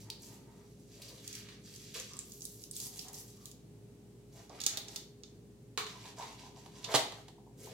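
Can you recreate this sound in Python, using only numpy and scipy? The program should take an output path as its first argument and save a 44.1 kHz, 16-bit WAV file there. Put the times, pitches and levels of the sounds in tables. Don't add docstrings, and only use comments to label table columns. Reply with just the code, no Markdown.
import sys
import numpy as np
from scipy import signal
from scipy.fft import rfft, irfft
from scipy.io import wavfile
from scipy.ndimage import uniform_filter1d

SR = 44100
rng = np.random.default_rng(int(sys.argv[2]) if len(sys.argv) > 2 else 0)


def output_pcm(signal):
    pcm = np.clip(np.atleast_2d(signal).T, -1, 1) * 32767
    wavfile.write(sys.argv[1], SR, np.round(pcm).astype(np.int16))


N = 340977
T = np.arange(N) / SR

# pitch_hz, level_db
AIR_SPECTRUM = [(15, -42), (25, -0.5), (45, -18.5), (66, -6.5), (80, -18.5), (114, 3), (145, -3.5),
                (190, -4.5), (309, -9.5), (430, -12.5), (607, -23), (1300, -36), (5000, -38.5),
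                (7700, -37.5), (16000, -47)]
# pitch_hz, level_db, waver_db
HUM_TONES = [(57, -69, .7), (109, -68.5, 2.5), (141, -72, 2.5), (200.5, -71, 2.5), (276, -76, 2.5),
             (410.2, -65.5, .9)]
# start_s, length_s, level_db, brightness_db_per_octave
WRAPPER_GRIPS = [(0.0, 0.0032, -52, 3), (.18, 0.15, -59.5, 5), (.3, 0.6, -74, 3.5), (.88, 0.31, -61.5, 1),
                 (1.13, 0.1, -69.5, 2.5), (1.22, 0.17, -54, -0.5), (1.33, 0.22, -65, -6),
                 (1.58, 0.47, -59, 0.5), (1.935, 0.064, -48.5, 0), (2.04, 0.17, -61.5, -1),
                 (2.2, 0.43, -58, 8), (2.72, .13, -47.5, 7.5), (2.9, 0.14, -53, 5),
                 (3.12, 0.081, -50.5, 7.5), (3.24, 0.25, -64, 4.5), (4.31, 0.12, -66, 3.5),
                 (4.56, 0.21, -58, -8.5), (4.87, 0.079, -60, -0.5), (7.565, 0.097, -60, 5.5)]
# pitch_hz, level_db
PAPER_SPECTRUM = [(700, -30.5), (1400, -13.5), (2200, -7.5), (3300, -4.5), (6800, -3), (9000, -11.5),
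                  (12000, -9.5), (16000, -20)]
# start_s, length_s, level_db, squeak_hz
ARM_RUBS = [(0.0, 0.64, -77.5, 890), (.94, 0.27, -71.5, 530), (1.945, 0.02, -49.5, 480),
            (2.09, 0.078, -66, 1150), (2.77, 0.47, -74.5, 758), (3.35, .11, -74.5, 1144)]
# pitch_hz, width_hz, level_db
TABLE_NOTES = [(480, 380, 3), (1140, 300, 4), (1940, 630, 0.5)]
# start_s, level_db, contact_s, ring_hz, ring_db
WRAPPER_SNAPS = [(0.1014, -24.5, 0.0013, 4480, 3), (1.0187, -33, 0.0078, 4350, -5),
                 (1.0827, -34.5, 0.021, 4600, -2), (1.2772, -27.5, 0.0024, 6800, -4),
                 (1.328, -31, 0.0067, 6230, 3), (1.352, -29.5, 0.0021, 5800, -3),
                 (1.761, -36.5, .002, 6300, 4), (1.9987, -27, 0.0017, 6500, 7),
                 (2.1348, -35.5, 0.0024, 5960, 9), (2.1685, -36, 0.0011, 8000, 6),
                 (2.1906, -24.5, .0008, 7500, 19), (2.3198, -34.5, 0.0017, 6500, 4),
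                 (2.408, -37, .001, 7050, 4), (2.4198, -30.5, 0.0016, 6200, 11),
                 (2.453, -26, 0.0017, 9400, -3), (2.6385, -32.5, 0.0023, 5960, -1),
                 (2.7118, -28, 0.0021, 9000, 8), (2.7655, -29, .001, 8100, -8),
                 (2.802, -28.5, 0.00086, 6900, -6), (2.8685, -31, 0.00079, 11200, -7),
                 (2.9597, -40, 0.00089, 7460, -9), (2.992, -27, 0.0039, 5400, 4),
                 (3.083, -33.5, 0.008, 6900, -4), (3.1423, -34, .004, 6000, 6),
                 (3.201, -42, 0.0036, 10600, -4), (3.4567, -31.5, .0012, 7000, -11),
                 (3.5147, -38, 0.0014, 6940, -3)]
# pitch_hz, level_db
SNAP_SPECTRUM = [(150, -41), (2100, -44), (3000, -6), (4800, -3.5), (7500, -5.5), (11000, -7), (16000, -11)]
# start_s, level_db, contact_s, body_db, wall_db
TUB_TAPS = [(1.4872, -41, 0.0046, -16.5, -8), (1.956, -47.5, 0.013, -4, 4),
            (5.7756, -25.5, 0.0021, -4.5, -4.5), (5.8666, -55, 0.0018, 5, 12.5),
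            (6.0555, -45.5, 0.0019, -12, -3.5), (6.2095, -44.5, 0.0024, -4, -5),
            (6.2235, -44.5, 0.0021, -9, -1.5)]
# pitch_hz, width_hz, level_db
TUB_NOTES = [(433, 15, 12.5), (755, 83, -4), (1150, 78, 9), (1310, 190, 1.5), (1580, 570, -6.5)]
# pitch_hz, level_db
RIM_SPECTRUM = [(800, -15), (2300, 1.5), (3200, -0.5), (3900, 5), (5200, -6.5), (6800, -2), (9000, -12.5),
                (16000, -19.5)]
# start_s, length_s, level_db, squeak_hz, liner_db
BOX_PUSHES = [(4.332, 0.089, -63, 800, -74), (4.492, 0.063, -56, 490, -65.5), (4.69, 0.29, -64.5, 810, -73),
              (5.835, 0.26, -60, 1000, -62.5), (6.159, 0.068, -50, 940, -60.5),
              (6.251, 0.1, -60, 1040, -62.5), (6.376, 0.095, -65, 940, -65.5), (6.519, 0.2, -71, 940, -70),
              (6.731, 0.23, -61.5, 995, -62.5), (6.877, 0.12, -41.5, 800, -52.5),
              (7.038, 0.16, -62, 800, -67.5), (7.578, 0.41, -56, 430, -64.5)]
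# pitch_hz, width_hz, level_db
SCRAPE_NOTES = [(460, 148, -3), (709, 155, 3.5), (836, 410, -1.5), (2120, 580, -6.5)]
# start_s, level_db, contact_s, ring_hz, ring_db, treble_limit_hz
FORK_TICKS = [(4.495, -49, 0.0022, 5600, 10, 9000), (4.603, -33, 0.005, 4540, -22, 13000),
              (4.6153, -31, 0.0023, 6800, -5, 12000), (4.6367, -29.5, .003, 6800, -10, 12000),
              (4.6639, -16, 0.0028, 6900, -1.5, 15000), (4.7725, -27, 0.0025, 3800, -14, 15000),
              (4.8835, -38, 0.0033, 5900, -5, 10000), (4.96, -29, 0.0045, 5650, -13, 14000),
              (5.235, -41, .002, 6400, -7, 6000), (6.843, -29.5, 0.0072, 2830, -13, 6580)]
# pitch_hz, level_db
FORK_SPECTRUM = [(150, -18), (900, -20.5), (1900, -16.5), (3000, -9), (4100, -2), (5300, -4), (6800, -3.5),
                 (8800, -11), (16000, -11.5)]
# pitch_hz, width_hz, level_db
TRAY_NOTES = [(800, 23, 20), (1300, 23, 24), (3550, 24, 19.5), (3680, 29, 21), (4270, 27, 12),
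              (7150, 60, 8)]
# start_s, level_db, contact_s, body_db, wall_db
BOX_KNOCKS = [(4.496, -51, 0.05, 3.5, -19), (4.776, -43, 0.0073, -11, -2), (6.661, -44, 0.0029, -10, -14),
              (6.940, -21.5, 0.0093, -3.5, -9), (6.9485, -22.5, 0.01, -4.5, -1),
              (6.958, -24.5, 0.0062, -13, -2.5), (7.122, -49, 0.0025, 1, -1),
              (7.2825, -55.5, 0.0058, -7.5, 0.5)]
# pitch_hz, width_hz, level_db
BOX_NOTES = [(127, 25, -8), (315, 90, -4.5), (490, 78, -4), (604, 38, 0), (720, 59, 3), (830, 45, 4.5),
             (935, 30, -1.5), (1135, 80, -3)]
# pitch_hz, level_db
WALL_SPECTRUM = [(500, -25), (1300, -20), (1900, -5), (2500, -9.5), (3200, -2.5), (4000, -1.5),
                 (5400, -7.5), (7000, -7), (10000, -13), (16000, -23.5)]
# start_s, level_db
BOX_ROCKS = [(6.048, -55.5), (6.123, -63), (6.196, -47.5), (6.305, -59), (6.432, -57), (6.565, -57),
             (6.655, -64), (7.28, -61), (7.38, -61.5), (7.463, -62), (7.667, -56.5)]
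# pitch_hz, width_hz, level_db
BASE_NOTES = [(742, 180, 3.5), (1004, 280, -0.5)]
# pitch_hz, fade_s
ROOM_FADE = [(200, 0.51), (600, 0.34), (1400, 0.42), (3700, 0.45), (7000, 0.31), (14000, 0.28)]


def gain(db):
    return 10 ** (np.asarray(db) / 20)


def unit(x):
    return x / np.sqrt(np.mean(x ** 2))


def value_at(points, hz):
    pitches, values = np.transpose(points)
    return np.interp(np.log(hz + 1), np.log(pitches), values)


def colour(x, spectrum, size=4096):
    cepstrum = irfft(np.log(gain(value_at(spectrum, np.fft.rfftfreq(size, 1 / SR)))))
    cepstrum[1:size // 2] *= 2
    cepstrum[size // 2 + 1:] = 0
    return signal.fftconvolve(x, irfft(np.exp(rfft(cepstrum))))[:len(x)]


def ring(x, notes):
    return sum((-1) ** k * gain(db) * signal.lfilter(*signal.iirpeak(hz, hz / width, SR), x)
               for k, (hz, width, db) in enumerate(notes))


def keep_side(x, hz, side):
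    return signal.sosfilt(signal.butter(2, hz, side, fs=SR, output="sos"), x)


def drift(rate_hz):
    step = int(SR / rate_hz)
    stairs = np.repeat(rng.standard_normal(N // step + 1), step)
    return unit(uniform_filter1d(stairs, step)[:N])


def place(x, pan_db, delay_samples):
    delayed = np.pad(x, (delay_samples, 0))[:len(x)]
    return np.array([delayed * gain(pan_db / 2), x * gain(-pan_db / 2), x])


def add(out, start_s, x):
    i = int(start_s * SR)
    out[:, i:i + x.shape[1]] += x[:, :N - i]


def surround(mid, side, apart_hz):
    hz = np.fft.rfftfreq(len(mid), 1 / SR)
    side = irfft(rfft(side) * hz / np.hypot(hz, apart_hz), len(mid))
    return np.array([mid + side, mid - side])


def stroke(start_s, length_s, attack_s, release_s):
    span = slice(int(start_s * SR), int((start_s + length_s + 8 * release_s) * SR))
    t = T[span] - start_s
    return span, np.clip(t / attack_s, 0, 1) * np.exp(-np.maximum(t - length_s, 0) / release_s)


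def tiny_slips(per_second, spread_db):
    count, slips = int(per_second * N / SR), np.zeros(N)
    strengths = gain(spread_db * np.minimum(rng.exponential(size=count), 4))
    slips[rng.integers(0, N, count)] = strengths * rng.choice([-1, 1], count)
    local_power = np.abs(uniform_filter1d(slips ** 2, size=1800))
    return slips / np.sqrt(local_power + 1e-6)


def contact(contact_s, grit, size=6000):
    fade = np.exp(-np.arange(size) / SR / contact_s)
    push = grit * unit(rng.standard_normal(size) * fade)
    push[0] += np.sqrt(size)
    evened = irfft(np.exp(1j * np.angle(rfft(push))))
    return evened * fade ** .2


def appliance(air_db=-56.5):
    mid, side = (unit(colour(rng.standard_normal(N), AIR_SPECTRUM)) for _ in range(2))
    air = surround(keep_side(mid, 78, "high"), side, apart_hz=940)
    out = air * gain(air_db + 0.5 * drift(3.6))
    for hz, db, waver_db in HUM_TONES:
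        waver = gain(waver_db * drift(6.1))
        tone = np.sin(2 * np.pi * hz * T + 0.18 * waver_db * drift(3.8))
        out += gain(db) * unit(waver * tone)
    return out


def paper_crinkles(sharpness=2.5, patchy_db=2.5):
    out = np.zeros(N)
    for hz in np.geomspace(900, 14000, 9):
        slips = tiny_slips(per_second=450, spread_db=5) * gain(patchy_db * drift(35))
        out += ring(slips, [(hz, hz / sharpness, 0)])
    return out


def paper_rustle(grips, crinkles, level_db, pan_db, flutter_db, pivot_hz=6000):
    out = np.zeros((3, N))
    showers = crinkles * gain(flutter_db * drift(45))
    for start_s, length_s, db, brightness in grips:
        span, grip = stroke(start_s, length_s, attack_s=0.21 * length_s, release_s=0.021)
        spectrum = [(hz, band_db + brightness * np.log2(hz / pivot_hz)) for hz, band_db in PAPER_SPECTRUM]
        creases = unit(keep_side(colour(showers[span], spectrum), 380, "high"))
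        add(out, start_s, place(creases * grip * gain(db + level_db), pan_db, delay_samples=1))
    return out


def table_scrape(moves, notes, level_db, judder_db, squeak_width_hz=140, squeak_db=1.5):
    out = np.zeros(N)
    slips = tiny_slips(per_second=900, spread_db=3)
    scrape = unit(ring(ring(slips, notes), notes))
    for start_s, length_s, db, squeak_hz, *_ in moves:
        span, movement = stroke(start_s, length_s, attack_s=0.038, release_s=0.012)
        squeak_note = [(squeak_hz, squeak_width_hz, 0)]
        squeak = unit(ring(ring(slips[span], squeak_note), squeak_note))
        out[span] += unit(scrape[span] + gain(squeak_db) * squeak) * gain(db) * movement
    return place(out * gain(level_db + judder_db * drift(28)), pan_db=0, delay_samples=0)


def click(spectrum, contact_s, ring_hz, ring_db, sharpness):
    snap = unit(colour(contact(contact_s, grit=5), spectrum))
    spot = unit(ring(snap, [(ring_hz, ring_hz / sharpness, 0)]))
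    return unit(snap + gain(ring_db) * spot)


def wrapper_snaps(level_db=-27.5, move_aside_s=1.2):
    out = np.zeros((3, N))
    usual_hz = np.median([ring_hz for _, _, _, ring_hz, _ in WRAPPER_SNAPS])
    for start_s, db, contact_s, ring_hz, ring_db in WRAPPER_SNAPS:
        spectrum = [(hz * (ring_hz / usual_hz) ** 0.64, band_db) for hz, band_db in SNAP_SPECTRUM]
        snap = click(spectrum, contact_s, ring_hz, ring_db, sharpness=6.2) * gain(db + level_db)
        pan_db, delay_samples = (-5.5, 5) if start_s > move_aside_s else (0, 0)
        add(out, start_s, place(snap, pan_db, delay_samples))
    return out


def container_knocks(hits, body_notes, wall_spectrum, level_db, pan_db):
    out = np.zeros((3, N))
    for start_s, db, contact_s, body_db, wall_db in hits:
        push = contact(contact_s, grit=4)
        boom = gain(body_db) * unit(ring(push, body_notes))
        rattle = gain(wall_db) * unit(colour(push, wall_spectrum))
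        add(out, start_s, place((boom + rattle) * gain(db + level_db), pan_db, delay_samples=2))
    return out


def pushed_box(crinkles, brightness_db_per_octave=-2.5):
    scrape = table_scrape(BOX_PUSHES, SCRAPE_NOTES, level_db=-2.5, judder_db=3)
    liner = [(start_s, length_s, liner_db, brightness_db_per_octave)
             for start_s, length_s, _, _, liner_db in BOX_PUSHES]
    return scrape + paper_rustle(liner, crinkles, level_db=2, pan_db=-5, flutter_db=2.5)


def fork_ticks(level_db=-22, tray_db=-13):
    ticks = np.zeros((3, N))
    for start_s, db, contact_s, ring_hz, ring_db, treble_limit_hz in FORK_TICKS:
        tick = click(FORK_SPECTRUM, contact_s, ring_hz, ring_db, sharpness=3.5)
        tick = unit(keep_side(tick, treble_limit_hz, "low"))
        add(ticks, start_s, place(tick * gain(db + level_db), pan_db=-7, delay_samples=12))
    return ticks + gain(tray_db) * ticks.std() * unit(ring(ticks, TRAY_NOTES))


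def rocking_box(level_db=-8):
    out = np.zeros((3, N))
    for start_s, db in BOX_ROCKS:
        landing = contact(contact_s=0.016, grit=4)
        bump = unit(ring(ring(landing, BASE_NOTES), BASE_NOTES))
        add(out, start_s, place(bump * gain(db + level_db), pan_db=1, delay_samples=2))
    return out


def room(placed, echo_db, size=32768):
    t, hz = np.arange(size) / SR, np.fft.rfftfreq(size, 1 / SR)
    bands = np.round(2 * np.log2(hz + 1))
    noise = rfft(rng.standard_normal((2, size)))
    walls = np.zeros((2, size))
    for band in np.unique(bands[hz > 60]):
        fade_s = value_at(ROOM_FADE, 2 ** (band / 2))
        walls += irfft(noise * (bands == band)) * gain(-60 * t / fade_s)
    walls = surround(*walls, apart_hz=1100) * (1 - np.exp(-t / .002))
    table = surround(*rng.standard_normal((2, size)), apart_hz=1400) * t * np.exp(-t / .002)
    echo = (gain(echo_db) * unit(walls) + gain(-7.5) * unit(table)) / np.sqrt(size)
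    left, right, feed = placed
    return np.array([left, right]) + signal.fftconvolve(feed[None], echo, axes=1)[:, :N]


def scene():
    snaps = room(wrapper_snaps(), echo_db=-3)
    fork = room(fork_ticks(), echo_db=-2.5)
    knocks = container_knocks(BOX_KNOCKS, BOX_NOTES, WALL_SPECTRUM, level_db=-12.5, pan_db=-5)
    box = room(knocks + rocking_box(), echo_db=-2)
    taps = container_knocks(TUB_TAPS, TUB_NOTES, RIM_SPECTRUM, level_db=-18, pan_db=-4.5)
    tub = room(taps, echo_db=4)
    crinkles = paper_crinkles()
    wrapper = paper_rustle(WRAPPER_GRIPS, crinkles, level_db=-2, pan_db=-3, flutter_db=2)
    forearm = table_scrape(ARM_RUBS, TABLE_NOTES, level_db=3, judder_db=3.5)
    handling = room(wrapper + forearm + pushed_box(crinkles), echo_db=3)
    return appliance() + handling + snaps + tub + fork + box


def record(dry):
    return signal.sosfilt(signal.ellip(8, .2, 70, 16200, fs=SR, output="sos"), dry)


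dry = scene()
out = record(dry)
output_pcm(out)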